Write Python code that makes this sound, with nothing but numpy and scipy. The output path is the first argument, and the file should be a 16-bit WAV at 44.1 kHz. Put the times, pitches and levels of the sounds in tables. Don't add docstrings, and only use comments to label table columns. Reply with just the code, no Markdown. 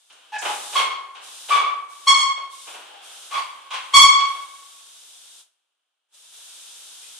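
import sys
import numpy as np
from scipy import signal
from scipy.fft import rfft, irfft, next_fast_len
from scipy.io import wavfile
from scipy.ndimage import uniform_filter1d

SR = 44100
rng = np.random.default_rng(int(sys.argv[2]) if len(sys.argv) > 2 else 0)


def generate_wav(signal):
    frames = np.transpose(np.atleast_2d(signal))
    scaled = np.clip(frames, -1, 1) * 32767
    pcm = np.round(scaled).astype(np.int16)
    wavfile.write(sys.argv[1], SR, pcm)


N = 317075
TIME = np.arange(N) / SR


def from_db(db):
    return 10 ** (np.asarray(db) / 20)


def rms_one(x):
    return x / np.sqrt(np.mean(x ** 2) + 1e-20)


def at_hz(points, hz):
    freqs, values = np.transpose(points)
    return np.interp(np.log(hz + 1e-3), np.log(freqs), values)


def colour(x, points):
    length = x.shape[-1]
    size = next_fast_len(length + SR // 10)
    gain = from_db(at_hz(points, np.fft.rfftfreq(size, 1 / SR)))
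    return irfft(rfft(x, size) * gain, size)[..., :length]


def butter(x, hz, kind, order=2):
    sos = signal.butter(order, np.minimum(hz, .45 * SR), kind, fs=SR, output="sos")
    return signal.sosfilt(sos, x)


def add(track, s, sound):
    at = max(round(s * SR), 0)
    track[at:at + len(sound)] += sound[:N - at]


# frequency_hz, likeness (0 unrelated, 1 the same)
LIKENESS = [(200, .75), (600, 0.21), (1100, 0.073), (2200, 0.59), (4400, 0.027), (12000, 0.043)]


def diffuse_noise(size):
    mid, side = rfft(rng.standard_normal((2, size)))
    alike = np.clip(at_hz(LIKENESS, np.fft.rfftfreq(size, 1 / SR)), -1, 1)
    shared = np.sqrt((1 + alike) / 2) * mid
    opposed = np.sqrt((1 - alike) / 2) * side * [[1], [-1]]
    return irfft(shared + opposed, size)


def swells(rows, rest_db, open_s, creep_db, creep_s):
    power = from_db(rest_db) ** 2
    for start, end, db, fall_db_per_s in rows:
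        age = np.maximum(TIME - start, 0)
        creep = -creep_db * np.exp(-age / creep_s)
        fall = -fall_db_per_s * np.maximum(TIME - end, 0)
        opening = np.minimum(age / open_s, 1)
        power = power + (opening * from_db(db + creep + fall)) ** 2
    return np.sqrt(power)


# start_s, end_s
HUSH = (5.41, 6.08)


def hush(depth_db, sink_s=0.15, return_s=0.067):
    start, end = HUSH
    sunk = 1 - np.exp(-np.maximum(TIME - start, 0) / sink_s)
    still_down = np.clip(1 - (TIME - end) / return_s, 0, 1)
    return from_db(depth_db * sunk * still_down)


# start_s, end_s, level_db
ROLLS = [(0.093, 0.332, -57), (1.153, 1.254, -51), (1.903, 2.4, -59.5), (2.676, 3.14, -49),
         (3.298, 4.353, -53.5), (6.307, 7.304, -66)]
# frequency_hz, level_db (per Hz)
ROLL_COLOUR = [(120, -31.5), (280, -10), (700, 1.5), (1500, 3.5), (2000, -5), (3100, 8), (5000, -9.5),
               (12000, -31.5)]


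def rolling_tyres(fall_db_per_s=26.5, rest_db=-72.5, hush_db=-12.5):
    rows = [(start, end, db, fall_db_per_s) for start, end, db in ROLLS]
    gain = swells(rows, rest_db, open_s=0.018, creep_db=-2.0, creep_s=0.093)
    noise = rms_one(colour(diffuse_noise(N), ROLL_COLOUR))
    return hush(hush_db) * gain * noise


# start_s, level_db (before the boards ring), clatter_s (time to fade to 37 %), low_edge_hz, brightness_hz
BUMPS = [(.1, -58, 0.0033, 1150, 4060), (1.15, -47.5, .08, 704, 3000), (2.37, -50.5, .04, 250, 2020),
         (2.671, -45.5, 0.058, 199.7, 2612), (2.742, -46.5, .06, 200, 2000), (4.199, -46, .012, 710, 4000),
         (4.35, -52, .02, 300.4, 2210)]
# start_s, level_db (of the weight, before the boards ring), rebound_db (relative to the weight),
# low_edge_hz, brightness_hz (both as the weight follows)
LANDINGS = [(.421, -34.5, -7, 230, 2200), (.728, -37.5, 2.5, 250, 3624), (1.487, -36.5, 0.5, 252.5, 3040),
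            (3.309, -43, -12.5, 599.5, 2500), (3.706, -39, -14, 850, 2903)]
WEIGHT_AFTER_S, REBOUND_AFTER_S = .03, .064
TOUCH_CLATTER_S, WEIGHT_CLATTER_S, REBOUND_CLATTER_S = 0.019, 0.037, .026
TOUCH_DB, TOUCH_SHARPER = -4.5, 1.1


def knocks():
    blows = []
    for s, db, rebound_db, low_hz, bright_hz in LANDINGS:
        touch_low_hz, touch_bright_hz = low_hz * TOUCH_SHARPER, bright_hz * TOUCH_SHARPER
        blows += [(s, db + TOUCH_DB, TOUCH_CLATTER_S, touch_low_hz, touch_bright_hz),
                  (s + WEIGHT_AFTER_S, db, WEIGHT_CLATTER_S, low_hz, bright_hz),
                  (s + REBOUND_AFTER_S, db + rebound_db, REBOUND_CLATTER_S, low_hz, bright_hz)]
    return blows + list(BUMPS)


# pitch_hz, level_db (relative to each other), t60_s (time to fade by 60 dB)
BOARD_MODES = [(408, -10.5, 0.056), (570.2, -9.5, 0.13), (753, -2.5, 0.11), (987, 5.5, 0.02),
               (1530, -14, .05), (2500, -9.5, 0.01)]
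# frequency_hz, gain_db
WOOD = [(100, -14), (200, -23.5), (350, -10), (700, 0), (1400, 2), (1850, -5), (3100, 5.5), (4800, -2.5),
        (9000, 4), (14000, -24.5)]


def boards(rattles_per_s=900, first_blow=6.1, ring_db=-30, level_db=-6):
    clicks, t = np.zeros(N), TIME[:SR // 3]
    for s, db, clatter_s, low_hz, bright_hz in knocks():
        strength = rng.standard_normal(len(t))
        hits = rng.random(len(t)) < rattles_per_s / SR
        clatter = strength * hits * np.exp(-t / clatter_s)
        clatter[0] = first_blow
        contact = butter(butter(clatter + 1e-18, low_hz, "high"), bright_hz, "low")
        add(clicks, s, from_db(db) * rms_one(contact))
    out = clicks.copy()
    for hz, db, t60 in BOARD_MODES:
        r, w = from_db(-60 / (t60 * SR)), 2 * np.pi * hz / SR
        ring = signal.lfilter([1, -1], [1, -2 * r * np.cos(w), r * r], clicks + 1e-18)
        out += from_db(db + ring_db) * w * ring
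    return from_db(level_db) * colour(out, WOOD)


# start_s, level_db (before the hall and the microphones), pitch_hz (middle of the band)
TICKS = [(0.123, -62.5, 7500), (0.384, -43, 6500), (0.415, -48.5, 8400), (7.03, -58.5, 2830)]


def ticks(ring_s=0.0027, spread=1.22):
    out, t = np.zeros(N), TIME[:SR // 10]
    for s, db, hz in TICKS:
        burst = rng.standard_normal(len(t)) * np.exp(-t / ring_s)
        add(out, s, from_db(db) * rms_one(butter(burst, [hz / spread, hz * spread], "band")))
    return out


# start_s, length_s, pitch_hz (before sag and judder), level_db (before the hall and the microphones),
# judder (depth of the pitch dips, as a share of the pitch), overtones_db (added to all but the lowest tone),
# brightness_hz (reached once the pad has bitten)
SQUEALS = [(.319, .06, 866, -34, 0.078, 5.5, 1950), (.46, 0.095, 850.4, -40, .053, -4, 1800),
           (.751, 0.034, 1113, -19.5, 0.05, -1.5, 4300), (.886, 0.071, 1109, -35, 0.057, -7.5, 3700),
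           (1.503, .043, 1177, -18.5, 0.039, 3.5, 2220), (1.565, 0.046, 1146, -23, .028, 0.5, 2100),
           (2.067, 0.041, 1114, -12, .026, 0, 9130), (2.14, .089, 1103, -25, 0.026, -2.5, 8570),
           (2.87, .1, 823.5, -51, 0.06, -14, 900), (3.311, 0.091, 1137, -31.5, .08, -5.5, 3503),
           (3.704, 0.088, 1101, -39, 0.099, -5, 3500), (3.933, 0.053, 1122, -9, .026, 1, 9600),
           (3.985, 0.054, 1127, -10.5, .019, -1.5, 9500)]
# multiple (of the pitch), level_db
OVERTONES = [(1, -0.5), (2, -7), (3, -3), (4, -7.5), (5, -11.5), (6, -12), (7, -12), (8, -14), (9, -16),
             (10, -19.5), (11, -33), (12, -55), (13, -39.5)]
FRICTION_DB, JUDDER_FRICTION_DB = -32, 279.5


def brakes(attack_s=0.0077, bloom_s=0.015, release_s=.012, sag=0.049, flutter_db=0.5, judder_flutter_db=45):
    out = np.zeros(N)
    multiple, harmonic_db = np.transpose(OVERTONES)
    t = TIME[:SR // 4]
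    for s, length, hz, db, dip, overtones_db, bright_hz in SQUEALS:
        wander, friction, *flutter = rng.standard_normal((2 + len(multiple), len(t)))

        rise_s = attack_s * (bright_hz / 9000) ** 0.62
        bite = 1 - np.exp(-(t / rise_s) ** 2)
        grip = bite / (1 + np.exp(np.minimum(2 * (t - length) / release_s, 50)))

        judder = np.maximum(rms_one(butter(wander, [30, 160], "band")) - .2, 0)
        pitch_hz = hz * (1 - sag * (1 - grip) - dip * judder)
        phase = 2 * np.pi * np.cumsum(pitch_hz) / SR

        edge_hz = bright_hz * (1 - .6 * np.exp(-t / bloom_s))
        softening = np.sqrt(1 + np.outer(multiple * hz, 1 / edge_hz) ** 6)
        strength = from_db(harmonic_db + overtones_db * (multiple > 1))[:, None] / softening

        slow_flutter = rms_one(butter(np.array(flutter), 81, "low"))
        pressure = from_db((flutter_db + judder_flutter_db * dip) * slow_flutter)
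        tone = rms_one(np.sum(strength * pressure * np.sin(np.outer(multiple, phase)), axis=0))

        friction_db = FRICTION_DB + JUDDER_FRICTION_DB * dip
        rub = butter(butter(friction, 1700, "high"), max(0.31 * bright_hz, 3300), "low")
        add(out, s, from_db(db) * grip * (tone + from_db(friction_db) * rms_one(rub)))
    return out


# start_s, end_s, level_db (before the hush and the microphones), fall_db_per_s
HISS_SWELLS = [(.41, .79, -39, 137), (1.205, 1.55, -42.5, 154), (1.875, 2.08, -48, 130),
               (2.49, 2.71, -44, 72), (3.005, 3.27, -45, 42), (3.7, 4.05, -52.5, 123),
               (4.24, 5.4, -49.5, 132), (6.1, 6.34, -51.5, 100), (6.31, 7.3, -45.5, 99.5)]
# frequency_hz, level_db (per Hz)
HISS_COLOUR = [(88, -69), (150, -38), (331, -22.5), (505, -20), (545, -16.5), (589, -18.5), (972, -13.5),
               (1250, -15.5), (1350, -12.5), (2020, -19), (3600, -1), (4290, -8.5), (9090, -5.5),
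               (13900, -23.5), (15000, -49.5)]


def bright_hiss(rest_db=-63, hush_db=-27.5):
    gain = swells(HISS_SWELLS, rest_db, open_s=0.036, creep_db=6.5, creep_s=0.082)
    noise = rms_one(colour(diffuse_noise(N), HISS_COLOUR))
    return hush(hush_db) * gain * noise


# frequency_hz, t60_s (time to fade by 60 dB)
HALL_T60 = [(200, 1.3), (600, 1.03), (1100, 0.98), (2300, 0.8), (4400, 0.66), (8000, 0.47), (14000, 0.091)]


def hall(x, tail_db=2, build_s=0.0025, early_db=3, early_s=0.018, even_hz=30):
    t = TIME[:2 * SR]
    noise, freqs = rfft(diffuse_noise(len(t))), np.fft.rfftfreq(len(t), 1 / SR)
    window = dict(nperseg=4096, noverlap=3072)
    _, _, frames = signal.stft(irfft(noise), **window)
    even_frames = max(round(even_hz * 4096 / SR), 2)
    local_power = uniform_filter1d(abs(frames) ** 2, size=even_frames, axis=1)
    _, evened = signal.istft(frames / np.sqrt(abs(local_power) + 1e-20), **window)
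    noise = rfft(rms_one(evened[:, :len(t)]))

    centres = np.geomspace(150, 15000, 12)
    tail = 0
    for hz, share in zip(centres, np.eye(len(centres))):
        band = irfft(noise * np.interp(freqs, centres, share))
        tail = tail + band * np.exp(-np.log(1000) * t / at_hz(HALL_T60, hz))
    early_boost = from_db(early_db * np.exp(-t / early_s))
    tail *= (1 - np.exp(-t / build_s)) * early_boost / np.sqrt(SR / 10)
    return from_db(tail_db) * signal.fftconvolve(x[None], tail, axes=1)[:, :N]


def scene(brake_direct_db=-6.0, wood_direct_db=-17):
    background = rolling_tyres() + bright_hiss()
    knock = boards() + ticks()
    squeal = brakes()
    direct = from_db(brake_direct_db) * squeal + from_db(wood_direct_db) * knock
    return direct + hall(squeal + knock) + background


# input_db (midrange level), gain_db
GAIN_LAW = [(-43.5, 2), (-36.5, 4), (-27.5, 8), (-12.5, 5)]


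def automatic_gain(x, window_s=.03):
    midrange = butter(x, [400, 4000], "band")
    power = uniform_filter1d(np.mean(midrange ** 2, axis=0), max(round(window_s * SR), 1))
    level_db = 10 * np.log10(abs(power) + 1e-14)
    return x * from_db(np.interp(level_db, *np.transpose(GAIN_LAW)))


# frequency_hz, left_minus_right_db
BALANCE_DB = [(300, 1), (1100, 0.5), (3300, 0.5), (4500, -0.5), (6500, -3.5), (7700, 0.5), (9000, 6.5),
              (14000, 3.5)]


def record(dry, low_cut_hz=210, top_cut_hz=15600, ceiling=.92, trough=0.94):
    pair = []
    for x, side in zip(dry, (1, -1)):
        pair.append(colour(x, [(hz, side * db / 2) for hz, db in BALANCE_DB]))
    levelled = automatic_gain(butter(np.array(pair), low_cut_hz, "high", order=4))
    overloaded = np.clip(levelled, -trough, ceiling)
    top_cut = signal.ellip(10, .1, 70, top_cut_hz, fs=SR, output="sos")
    return signal.sosfilt(top_cut, overloaded)


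dry = scene()
out = record(dry)
generate_wav(out)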